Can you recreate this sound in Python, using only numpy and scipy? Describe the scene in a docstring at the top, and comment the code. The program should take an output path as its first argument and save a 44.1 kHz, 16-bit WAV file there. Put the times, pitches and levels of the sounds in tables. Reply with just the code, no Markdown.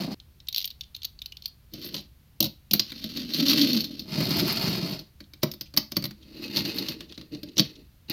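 """A small room with a wooden floor: plastic toy train cars are handled close to a mono microphone.
A stiff coupling hook ticks as it is folded out, a car is set down and bounces, couplings snap together.
Pushed along, the hard wheels rumble in the floorboards, jolt over joints and rattle the hollow shells.
Plastic creaks under the fingers, pressed wheels judder, and the dropped engine clonks."""
import sys
import numpy as np
from scipy import signal
from scipy.fft import rfft, irfft
from scipy.io import wavfile

SR = 44100
rng = np.random.default_rng(int(sys.argv[2]) if len(sys.argv) > 2 else 0)


def generate_wav(signal):
    """Clip the signal to [-1, 1] and save it as 16-bit WAV at the path in sys.argv[1]."""
    frames = np.transpose(np.atleast_2d(signal))
    scaled = np.clip(frames, -1, 1) * 32767
    pcm = np.round(scaled).astype(np.int16)
    wavfile.write(sys.argv[1], SR, pcm)


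N = 358091

# spectrum of a shell's crack: freq_hz, level_db
CRACK_SPECTRUM = [(1500, -32), (2300, -8.5), (3100, 0.5), (4400, -2), (5500, -3), (6500, -6.5), (7800, -23),
                  (10000, -17.5), (12000, -34)]
# spectrum of hard edges snapping: freq_hz, level_db
SNAP_SPECTRUM = [(7000, -48), (9000, -16.5), (10800, -11), (12000, 1), (13300, 1.5), (14500, 6.5),
                 (15600, -12), (17000, -33.5)]
# spectrum of a light wagon's rattle: freq_hz, level_db
WAGON_SPECTRUM = [(100, -65), (500, -40.5), (800, -27), (1100, -21.5), (1800, -18.5), (2500, -10.5),
                  (3400, -10), (4400, 0.5), (5100, -11), (5800, -14.5), (7800, -32.5), (10500, -30),
                  (12000, -21), (13900, -18.5), (16000, -31.5)]
# plastic shell modes: freq_hz, level_db
SHELL_MODES = [(2790, -7), (3280, -5.5), (3650, -1), (3990, -2), (4290, 1.5), (4490, 3.5), (4900, -43),
               (5430, -1), (6100, -14.5)]
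# hollow body modes: freq_hz, level_db, t60_s
BODY_MODES = [(535, -28.5, .16), (581, -1.5, 0.065), (950, -14, 0.055), (1050, -9.5, 0.069),
              (1153, -10.5, 0.037)]
# mid-floor board resonances: freq_hz, width_hz, level_db
BOARD_MIDDLE = [(118.4, 50, -7), (203, 38, 1.5), (275, 98, 2), (331.3, 50, 4.5), (433, 65, -10.5),
                (624, 90, -16.5)]


def undb(db):
    """Decibels to gain."""
    return 10 ** (np.asarray(db) / 20)


def unit(x):
    """Scale to rms 1."""
    return x / np.sqrt(np.mean(x ** 2))


def colour(points, size=1024):
    """Minimum-phase impulse response from (freq_hz, level_db) points."""
    hz, db = np.transpose(points)
    gain = undb(np.interp(np.log(np.fft.rfftfreq(size, 1 / SR) + 1), np.log(hz), db))
    cepstrum = irfft(np.log(gain))
    cepstrum[1:size // 2] *= 2
    cepstrum[size // 2 + 1:] = 0
    return irfft(np.exp(rfft(cepstrum)))


def through(x, response):
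    """Convolve, keeping the length."""
    return signal.oaconvolve(x, response)[:len(x)]


def butter(x, hz, kind, order=2):
    """Butterworth filter."""
    return signal.sosfilt(signal.butter(order, hz, kind, fs=SR, output="sos"), x)


def resonate(x, hz, width_hz):
    """One resonance, gain 1 at its centre."""
    return signal.lfilter(*signal.iirpeak(hz, hz / width_hz, fs=SR), x)


def fade(t, t60_s):
    """Exponential decay, 60 dB down at t60_s."""
    return np.exp(-np.log(1000) * t / t60_s)


def walk(rate_hz):
    """Random wander, rms 1."""
    knots = rng.standard_normal(N // 100)
    return unit(np.interp(np.arange(N) / SR * rate_hz, np.arange(len(knots)), knots))


def add(out, start_s, sound):
    """Mix a sound in at start_s."""
    start = max(int(start_s * SR), 0)
    part = out[start:start + len(sound)]
    part += sound[:len(part)]


def early_level(x, db, window_s=.01):
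    """Scale a hit so its first window_s has rms level db."""
    return x * undb(db) / np.sqrt(np.mean(x[:int(window_s * SR)] ** 2))


def modes(t, hz, db, t60_s, detune):
    """Decaying partials; sign and strength vary with where the blow lands."""
    tuning, sign, strength = rng.standard_normal((3, len(hz), 1))
    waves = np.sin(2 * np.pi * hz[:, None] * (1 + detune * tuning) * t + np.pi * (sign > 0))
    gains = undb(db[:, None] + 2.7 * strength)
    return np.sum(gains * waves * fade(t, np.reshape(t60_s, (-1, 1))), axis=0)


def chatter(t, t60_s, spread_db):
    """Loose parts collide in a dying burst of uneven impacts."""
    noise, size = rng.standard_normal((2, len(t)))
    return noise * undb(spread_db * size) * fade(t, t60_s)


def rumble(board, bump_rate_hz=900):
    """Small wheel bumps drive the floorboard's resonances."""
    bumps = (rng.random(N) < bump_rate_hz / SR) * rng.standard_normal(N) * undb(.95 * walk(45))
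    wood = sum((-1) ** k * undb(db) * resonate(bumps, hz, width_hz)
               for k, (hz, width_hz, db) in enumerate(board))
    # the board radiates little deep bass and is too heavy for treble
    return unit(butter(wood, [80, 850], "bandpass"))


def rattle(spectrum, shell_modes, rate_hz, spread_db, mode_db, wheels=5):
    """Axles tap in their bearings; each wheel rings the shell in its own way."""
    out, t = np.zeros(N), np.arange(SR // 16) / SR
    for _ in range(wheels):
        size = undb(spread_db * np.minimum(rng.exponential(size=N), 4))
        load = undb(2.4 * walk(22))  # the hand's weight shifts between wheels
        taps = (rng.random(N) < rate_hz / wheels / SR) * size * load
        crack = through(chatter(t, t60_s=.03, spread_db=1.5), colour(spectrum))
        ring = modes(t, *np.transpose(shell_modes), t60_s=.045, detune=.011)
        out += through(taps, unit(crack) + undb(mode_db) * unit(ring))
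    return unit(out)


def engine_rattle():
    """The heavier engine rattles densely, with a fuller midrange."""
    # tap spectrum and shell modes: freq_hz, level_db
    spectrum = [(100, -58), (450, -19), (750, -9), (1250, -9.5), (1700, -13), (2150, -12), (3500, -3),
                (4600, 0), (5500, -8.5), (7800, -25.5), (10500, -25), (12000, -16.5), (13700, -16.5),
                (16000, -28.5)]
    shell_modes = [(2104, 0.5), (2220, -10), (2820, 1), (4300, 2.5), (4490, -0.5), (5200, 1.5)]
    return rattle(spectrum, shell_modes, rate_hz=1200, spread_db=2, mode_db=-7) * undb(.46 * walk(70))


def edge_ticks(rate_hz=90):
    """Loose hard edges tick together, sparse and bright."""
    t = np.arange(SR // 30) / SR
    size = undb(4 * np.minimum(rng.exponential(size=N), 3))
    tick = through(chatter(t, t60_s=.014, spread_db=5), colour(SNAP_SPECTRUM))
    return unit(through((rng.random(N) < rate_hz / SR) * size, tick))


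def roll(push, board, shell, ticks, rumble_trim_db, rattle_trim_db, tick_trim_db):
    """Rumble and rattle swell and die with one push; edge ticks stand out when it is brisk."""
    time_s, *levels_db = np.transpose(push)
    span = np.arange(max(int(time_s[0] * SR), 0), min(int(time_s[-1] * SR), N))
    rumble_db, rattle_db = (np.interp(span / SR, time_s, db) for db in levels_db)
    pivot_db, tick_db_per_db = -29.5, 1.5
    tick_db = pivot_db + tick_db_per_db * (rattle_db - pivot_db)
    out = np.zeros(N)
    out[span] = (undb(rumble_db + rumble_trim_db) * rumble(board)[span]
                 + undb(rattle_db + rattle_trim_db) * shell[span]
                 + undb(tick_db + tick_trim_db) * ticks[span])
    return out


def opening_roll(shell, ticks):
    """A brief stretch of rolling wheels, cut off abruptly with no echo."""
    # push envelope: time_s, rumble_db, rattle_db
    push = [(0.0, -31.5, -34.5), (0.106, -32, -52), (0.118, -36, -43.5), (0.145, -41, -49)]
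    # board resonances: freq_hz, width_hz, level_db
    board = [(185, 32, 5), (315, 140, -5.5), (480, 74, -12.5), (700, 320, -15)]
    return roll(push, board, shell, ticks, rumble_trim_db=1, rattle_trim_db=2.5, tick_trim_db=-22)


def room_air(level_db=-54.5):
    """The quiet room: steady noise, mostly bass."""
    # noise spectrum: freq_hz, level_db
    spectrum = [(20, -1), (35, -6.5), (70, 2.5), (100, -6.5), (140, -6.5), (200, -15), (400, -27),
                (700, -31.5), (1800, -33.5), (4400, -33), (8000, -42.5), (11000, -38), (14000, -32.5),
                (17000, -45)]
    return undb(level_db) * unit(through(rng.standard_normal(N), colour(spectrum, size=8192)))


def shell_hit(shell_db, knock_db, snap_db, pitch_hz, t60_s, broad_db, width_hz=860, contact_s=.00033):
    """A contact cracks and rings the shell, knocks the chassis and snaps on the hard edges."""
    # hollow chassis knock: freq_hz, level_db
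    knock_spectrum = [(300, -34), (700, -6), (1200, 1.5), (1800, 1.5), (2300, 7), (3200, -12)]
    t = np.arange(SR // 6) / SR
    contact = 1 - np.exp(-t / contact_s)
    crack = through(contact * chatter(t, .9 * t60_s, spread_db=2.5), colour(CRACK_SPECTRUM))
    damped_t60_s = min(.7 * t60_s, .025)  # fingers damp the modes
    ring = contact * modes(t, *np.transpose(SHELL_MODES), damped_t60_s, detune=.04)
    shell = unit(crack) + undb(-3) * unit(ring)
    # the touched part favours its own pitch
    shell = resonate(shell, pitch_hz, width_hz) + undb(broad_db) * shell
    knock = through(contact * chatter(t, t60_s, spread_db=3), colour(knock_spectrum))
    snap = through(contact * chatter(t, t60_s, spread_db=10), colour(SNAP_SPECTRUM))
    return early_level(shell, shell_db) + early_level(knock, knock_db) + early_level(snap, snap_db)


def hook(t60_s=.024, ratchet_start_s=.5716, notch_rate_hz=95, notches=6):
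    """The stiff hook ticks out on a car held in the air: no thump, hardly any knock."""
    # hinge ticks: start_s, shell_db, snap_db, pitch_hz
    ticks = [(0.2, -47, -78, 3770), (0.402, -50.5, -78, 4100), (0.485, -29, -35.5, 3850),
             (0.5268, -36, -46, 4070), (0.5453, -28, -40, 4670), (0.561, -26, -37, 4300),
             (0.5803, -26, -29, 4000), (0.6434, -29.5, -42, 3400), (0.653, -37, -31.5, 4590),
             (0.6758, -37.5, -42, 4320), (0.703, -40.5, -50, 4360), (0.7106, -43, -64, 3870),
             (0.8089, -34, -51, 3600), (0.949, -36.5, -53, 4000), (0.964, -42.5, -48, 4030),
             (1.0192, -43, -71, 3700), (1.032, -38.5, -48, 3910), (1.046, -33, -48, 3900),
             (1.0498, -31.5, -34, 4300), (1.1898, -45, -70, 4000), (1.2181, -35.5, -49.5, 3700),
             (1.259, -35.5, -46, 4400), (1.3217, -41, -58, 2680), (1.3694, -42, -57, 4100),
             (1.422, -45, -58, 4320), (1.4573, -29, -38.5, 4400), (1.478, -47, -51, 4430)]
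    out = np.zeros(N)
    for start_s, db, snap_db, pitch_hz in ticks:
        add(out, start_s, shell_hit(db, db - 30, snap_db, pitch_hz, t60_s, broad_db=-11.5, width_hz=620))
    for k in range(notches):  # the hinge slips notch by notch
        db = -32 - k
        notch = shell_hit(db, knock_db=db - 30, snap_db=db - 9, pitch_hz=4150, t60_s=t60_s, broad_db=-11)
        add(out, ratchet_start_s + k / notch_rate_hz, notch)
    return out


def room(x, wet_db=-14, t60_s=.23, shelf_hz=7500, paths=4):
    """Direct sound plus a short, dense echo off floor and cupboard doors, shifting as the toys move."""
    t = np.arange(SR // 2) / SR
    places = np.array([walk(7) for _ in range(paths)])
    echo = 0
    for share in places / np.sqrt(np.sum(places ** 2, axis=0)):
        noise = rng.standard_normal(len(t))
        softened = butter(noise, shelf_hz, "lowpass") + .6 * butter(noise, shelf_hz, "highpass")
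        tail = softened * fade(t, t60_s) * (t > .006)
        echo += through(x * share, tail / np.sqrt(np.sum(tail ** 2)))
    return x + undb(wet_db) * echo


def scrapes(slip_rate_hz=900):
    """Plastic sticks and slips under the fingers: short runs of tiny clicks into the shell."""
    # rubs: start_s, length_s, level_db, pitch_hz
    rubs = [(.469, .0067, -48, 4300), (0.831, .014, -50, 3300), (0.944, .0065, -43, 3780),
            (1.433, 0.024, -52.5, 4200), (5.236, .012, -58, 3950), (5.419, 0.012, -49, 4500),
            (5.655, 0.024, -57.5, 2320), (6.216, .03, -59, 3400), (5.913, .007, -52, 4500),
            (5.957, 0.013, -40, 4320), (7.087, 0.021, -53, 3600), (7.137, 0.029, -53.5, 4000),
            (7.482, 0.018, -53, 4200), (7.559, 0.029, -44, 5100), (7.75, .019, -53, 3880)]
    out, t = np.zeros(N), np.arange(SR // 12) / SR
    crack = colour(CRACK_SPECTRUM)
    for start_s, length_s, db, pitch_hz in rubs:
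        slips = rng.standard_normal(len(t)) * (.09 + (rng.random(len(t)) < slip_rate_hz / SR))
        rub = through(slips * np.sin(np.pi * np.minimum(t / length_s, 1)), crack)
        creak = resonate(rub, pitch_hz, width_hz=600) + undb(-9) * rub
        add(out, start_s, early_level(creak, db, length_s))
    return out


def wagon_rattle():
    """A light wagon rattles thinly and unevenly."""
    return rattle(WAGON_SPECTRUM, SHELL_MODES, rate_hz=550, spread_db=2, mode_db=-5) * undb(1.56 * walk(60))


def turn(shell, ticks):
    """The wheels roll briefly as a car is turned."""
    # push envelope: time_s, rumble_db, rattle_db
    push = [(1.7, -75, -91), (1.736, -41, -48.5), (1.8, -44, -46), (1.85, -37, -35.5), (1.93, -45, -49.5),
            (1.946, -33, -32), (2.058, -69, -60), (2.07, -70, -68)]
    return roll(push, BOARD_MIDDLE, shell, ticks, rumble_trim_db=-4, rattle_trim_db=-3, tick_trim_db=-8)


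def thump(db, rise_s=.0036):
    """The struck floorboard is heavy and takes milliseconds to get moving."""
    # board modes: freq_hz, level_db, t60_s
    board_modes = [(127.7, -8, 0.16), (159.6, -2.5, 0.13), (203.5, -2, 0.18), (253.4, -7.5, 0.11),
                   (302.7, 1.5, 0.1), (342, -7.5, 0.11), (443, -21, 0.11), (528, -15, 0.11),
                   (597.6, -10, 0.077), (695, -20.5, 0.079)]
    t = np.arange(SR // 6) / SR
    board = modes(t, *np.transpose(board_modes), detune=.045) * (1 - np.exp(-t / rise_s))
    return early_level(board, db, window_s=.03)


def clacks():
    """Cars and couplings meet: the shell rings and the wheels pass the blow to the board."""
    # collisions: start_s, shell_db, thump_db, knock_db, snap_db, pitch_hz
    collisions = [(1.7366, -39.5, -45, -68, -44, 4670), (2.7344, -18, -29, -31.5, -16, 4270),
                  (2.795, -17, -38, -37, -32.5, 4500), (2.919, -36.5, -46, -44.5, -54, 3900),
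                  (3.0408, -32.5, -37.5, -49, -43, 3940), (5.2038, -45, -49.5, -51.5, -61, 4450),
                  (5.3352, -46.5, -57, -53.5, -56, 4180), (5.4289, -37, -49, -42, -43, 4500),
                  (5.432, -24.5, -23.5, -30.5, -28, 4800), (5.5143, -37, -69, -58, -40, 5030),
                  (5.5371, -43.5, -50, -55, -45, 4440), (5.6098, -32.5, -47.5, -50, -38, 4960),
                  (5.739, -44, -47, -51.5, -57, 4470), (5.7649, -39, -41.5, -45, -38, 4130),
                  (5.7732, -15.5, -32.5, -29.5, -22, 4800), (5.919, -34.5, -41.5, -45, -41, 5030),
                  (5.9669, -22, -28, -34.5, -29, 4640), (6.0235, -39, -39, -48, -49, 4700),
                  (6.0402, -30, -36.5, -40.5, -37, 4400), (6.0538, -32.5, -42.5, -43, -38, 4150),
                  (6.109, -47, -47, -51, -56, 4760), (7.0058, -39.5, -50, -46.5, -59, 3450),
                  (7.123, -43.5, -58, -55, -76, 3540), (7.1765, -41.5, -42.5, -50.5, -62, 4000),
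                  (7.212, -45, -52, -55, -74, 3700), (7.348, -43, -40.5, -57, -73, 4400),
                  (7.4313, -40, -39.5, -55, -50.5, 4420), (7.569, -35, -37.5, -49, -52, 3880),
                  (7.5799, -22.5, -34, -40, -36, 6130), (7.5853, -22, -28, -36, -35, 3980),
                  (7.5945, -15, -32, -31.5, -38, 4460), (7.6017, -25, -30.5, -50, -34, 4230),
                  (8.0982, -33, -36, -47, -35, 4370)]
    out = np.zeros(N)
    for start_s, shell_db, thump_db, knock_db, snap_db, pitch_hz in collisions:
        hit = shell_hit(shell_db, knock_db, snap_db, pitch_hz, t60_s=.036, broad_db=-12.5)
        add(out, start_s, hit + thump(thump_db))
    return out


def jolts():
    """A wheel drops into a joint; the harder it thumps the board, the more the chassis knocks."""
    # joint crossings: start_s, shell_db, thump_db
    joints = [(1.8434, -39, -49), (3.1711, -31, -37.5), (3.3357, -27, -43), (3.3445, -25.5, -42),
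              (3.4826, -19.5, -50), (3.4963, -21.5, -43), (3.507, -20.5, -49), (3.613, -20.5, -46),
              (3.7308, -23.5, -40), (3.771, -27, -38.5), (3.8053, -26.5, -49), (3.8426, -30.5, -43.5),
              (3.9937, -32.5, -49), (4.2032, -31, -28), (4.3051, -29, -32), (4.3962, -26, -34),
              (4.9911, -38.5, -47), (6.561, -26, -35), (6.5697, -22, -36), (6.589, -28.5, -37),
              (6.6514, -32.5, -35.5), (6.7843, -26.5, -39.5), (6.8843, -29, -37.5)]
    out = np.zeros(N)
    for start_s, db, thump_db in joints:
        hit = shell_hit(db, knock_db=thump_db - 9, snap_db=db - 11.5, pitch_hz=4400,
                        t60_s=.07, broad_db=-19)
        add(out, start_s, hit + thump(thump_db))
    return out


def landings(contacts=6, flight_s=.0225, flight_ratio=.7, loss_db=4, snap_loss_db=6):
    """A car set down bounces; each bounce is shorter, weaker and duller than the last."""
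    # first contacts: start_s, shell_db, body_db, snap_db
    touchdowns = [(1.9424, -31.5, -51, -46), (2.4039, -20, -39.5, -20), (2.7107, -26, -58, -34.5)]
    out, t = np.zeros(N), np.arange(SR // 6) / SR
    for start_s, shell_db, body_db, snap_db in touchdowns:
        for k in range(contacts):
            db = shell_db - k * loss_db
            hit = shell_hit(db, knock_db=db - 35.5, snap_db=snap_db - k * snap_loss_db,
                            pitch_hz=4200, t60_s=.031, broad_db=-3)
            body = modes(t, *np.transpose(BODY_MODES), detune=.22)
            body = early_level(body, body_db - k * loss_db, window_s=.015)
            add(out, start_s, hit + body + thump(db - 9.5))
            start_s += flight_s * flight_ratio ** k
    return out


def roll_away(shell, ticks):
    """A long, brisk push sends a car away over the boards."""
    # push envelope: time_s, rumble_db, rattle_db
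    push = [(2.85, -55, -47), (3.062, -39.5, -40), (3.148, -43, -43), (3.162, -35.5, -37),
            (3.278, -39.5, -41.5), (3.354, -38.5, -30.5), (3.402, -21.5, -24.5), (3.446, -32, -31.5),
            (3.472, -24.5, -24.5), (3.78, -28.5, -28), (3.856, -40.5, -41.5), (4.06, -42, -50.5)]
    # board resonances: freq_hz, width_hz, level_db
    board = [(151.4, 42, -9), (234, 47.7, -1.5), (307.6, 38.6, -2), (486, 64, -21.5), (602, 42, -19.5)]
    return roll(push, board, shell, ticks, rumble_trim_db=-2.5, rattle_trim_db=-1.73, tick_trim_db=-21.5)


def judder(jitter=.05, flutter_db=2, sag=.17, ramp_s=.018):
    """Pressed wheels shudder on the board; the uneven hum sags in pitch as they free themselves."""
    # shudders: start_s, length_s, rate_hz, level_db
    shudders = [(3.389, 0.18, 289.2, -27), (3.574, 0.1, 299.3, -22), (3.705, 0.091, 250.5, -26)]
    out = np.zeros(N)
    waver, flutter = 1 + jitter * walk(90), undb(flutter_db * walk(60))
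    for start_s, length_s, rate_hz, db in shudders:
        t = np.arange(int(length_s * SR)) / SR
        span = int(start_s * SR) + np.arange(len(t))
        pitch_hz = rate_hz * (1 - sag * (t / length_s) ** 3) * waver[span]
        phase = 2 * np.pi * np.cumsum(pitch_hz) / SR
        hum = unit(np.sin(phase) + undb(-26) * np.sin(2 * phase))
        envelope = np.minimum(np.minimum(t, length_s - t) / ramp_s, 1)
        add(out, start_s, undb(db) * flutter[span] * envelope * hum)
    return out


def engine_roll(shell, ticks):
    """The pushed engine draws a deeper rumble from the boards."""
    # push envelope: time_s, rumble_db, rattle_db
    push = [(4.06, -42, -51.5), (4.112, -38, -41), (4.144, -27, -36), (4.346, -28.5, -31),
            (4.396, -26.5, -26), (4.424, -26, -32.5), (4.5, -29.5, -26), (4.546, -32.5, -33),
            (4.652, -27.5, -31.5), (4.824, -33.5, -36.5), (4.93, -30.5, -37), (5.1, -69, -70.5)]
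    # board resonances: freq_hz, width_hz, level_db
    board = [(72, 18, -12), (146, 30.6, 0.5), (199, 46, -1), (300, 62, -5.5), (366.4, 66, -7),
             (633, 35, -13.5)]
    return roll(push, board, shell, ticks, rumble_trim_db=-.96, rattle_trim_db=.53, tick_trim_db=-12.5)


def engine_drop(start_s=5.4335, level_db=-33):
    """Dropped on its wheels, the engine's hollow body gives a short, low clonk."""
    out, t = np.zeros(N), np.arange(SR // 4) / SR
    body = modes(t, *np.transpose(BODY_MODES), detune=.004)
    add(out, start_s, early_level(body, level_db, window_s=.036))
    return out


def gripped_rattle():
    """A wagon gripped by its sides rattles with lower modes."""
    # gripped shell modes: freq_hz, level_db
    shell_modes = [(850, -14.5), (1900, -9), (2100, -9.5), (2560, -3.5), (2820, -4.5), (4270, -4.5),
                   (4490, -2), (4650, -4.5)]
    shell = rattle(WAGON_SPECTRUM, shell_modes, rate_hz=640, spread_db=3, mode_db=-3.5)
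    return shell * undb(1.5 * walk(50))


def roll_together(wagon, engine, ticks):
    """Wagon and engine are pushed towards each other."""
    # push envelope: time_s, rumble_db, rattle_db
    push = [(6.17, -62, -67), (6.36, -44.5, -52), (6.444, -35.5, -36), (6.49, -41, -48.5),
            (6.576, -31, -28.5), (6.638, -36, -42), (6.65, -35, -33), (6.92, -38, -39), (6.978, -45, -60),
            (7.018, -48, -47.5), (7.072, -51.5, -69), (7.12, -43, -49)]
    both = wagon + undb(-6) * engine
    return roll(push, BOARD_MIDDLE, both, ticks, rumble_trim_db=-1.5, rattle_trim_db=-2, tick_trim_db=-14)


def nudges(shell, attack_s=.029, t60_s=.33):
    """Short shoves line up the couplings: rumble and rattle jump, then die as the cars coast."""
    # shoves: peak_s, rumble_db, rattle_db
    shoves = [(7.2, -45.5, -54), (7.338, -38.5, -48), (7.48, -44, -57), (7.62, -41, -40.5),
              (7.72, -53, -66), (7.79, -56, -63), (8.11, -39, -35)]
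    out, t = np.zeros(N), np.arange(N) / SR
    floor = rumble(BOARD_MIDDLE)
    for peak_s, rumble_db, rattle_db in shoves:
        motion = np.clip(1 + (t - peak_s) / attack_s, 0, 1) * fade(np.maximum(t - peak_s, 0), t60_s)
        out += motion * (undb(rumble_db) * floor + undb(rattle_db) * shell)
    return out


def scene():
    """Rolling and handling in the room, over its quiet air."""
    wagon, gripped, engine = wagon_rattle(), gripped_rattle(), engine_rattle()
    ticks = edge_ticks()
    opening = opening_roll(engine, ticks)
    toys = landings() + clacks() + jolts() + engine_drop() + scrapes() + judder() + nudges(gripped)
    toys += turn(wagon, ticks) + roll_away(wagon, ticks)
    toys += engine_roll(engine, ticks) + roll_together(gripped, engine, ticks)
    air = room_air()
    near, room_share = hook(), .67  # held close to the microphone: less echo
    mono = opening + room(toys + room_share * near) + (1 - room_share) * near + air
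    return np.array([mono, mono])


def record(dry, bottom_hz=30, top_hz=16100, ceiling=.9):
    """Filters drop the deepest bass and the top treble; a soft limiter rounds the loudest clacks."""
    thinned = butter(dry, bottom_hz, "highpass", order=3)
    rounded = thinned / (1 + (thinned / ceiling) ** 4) ** .25
    return signal.sosfilt(signal.ellip(8, .2, 80, top_hz, fs=SR, output="sos"), rounded)


dry = scene()
out = record(dry)
generate_wav(out)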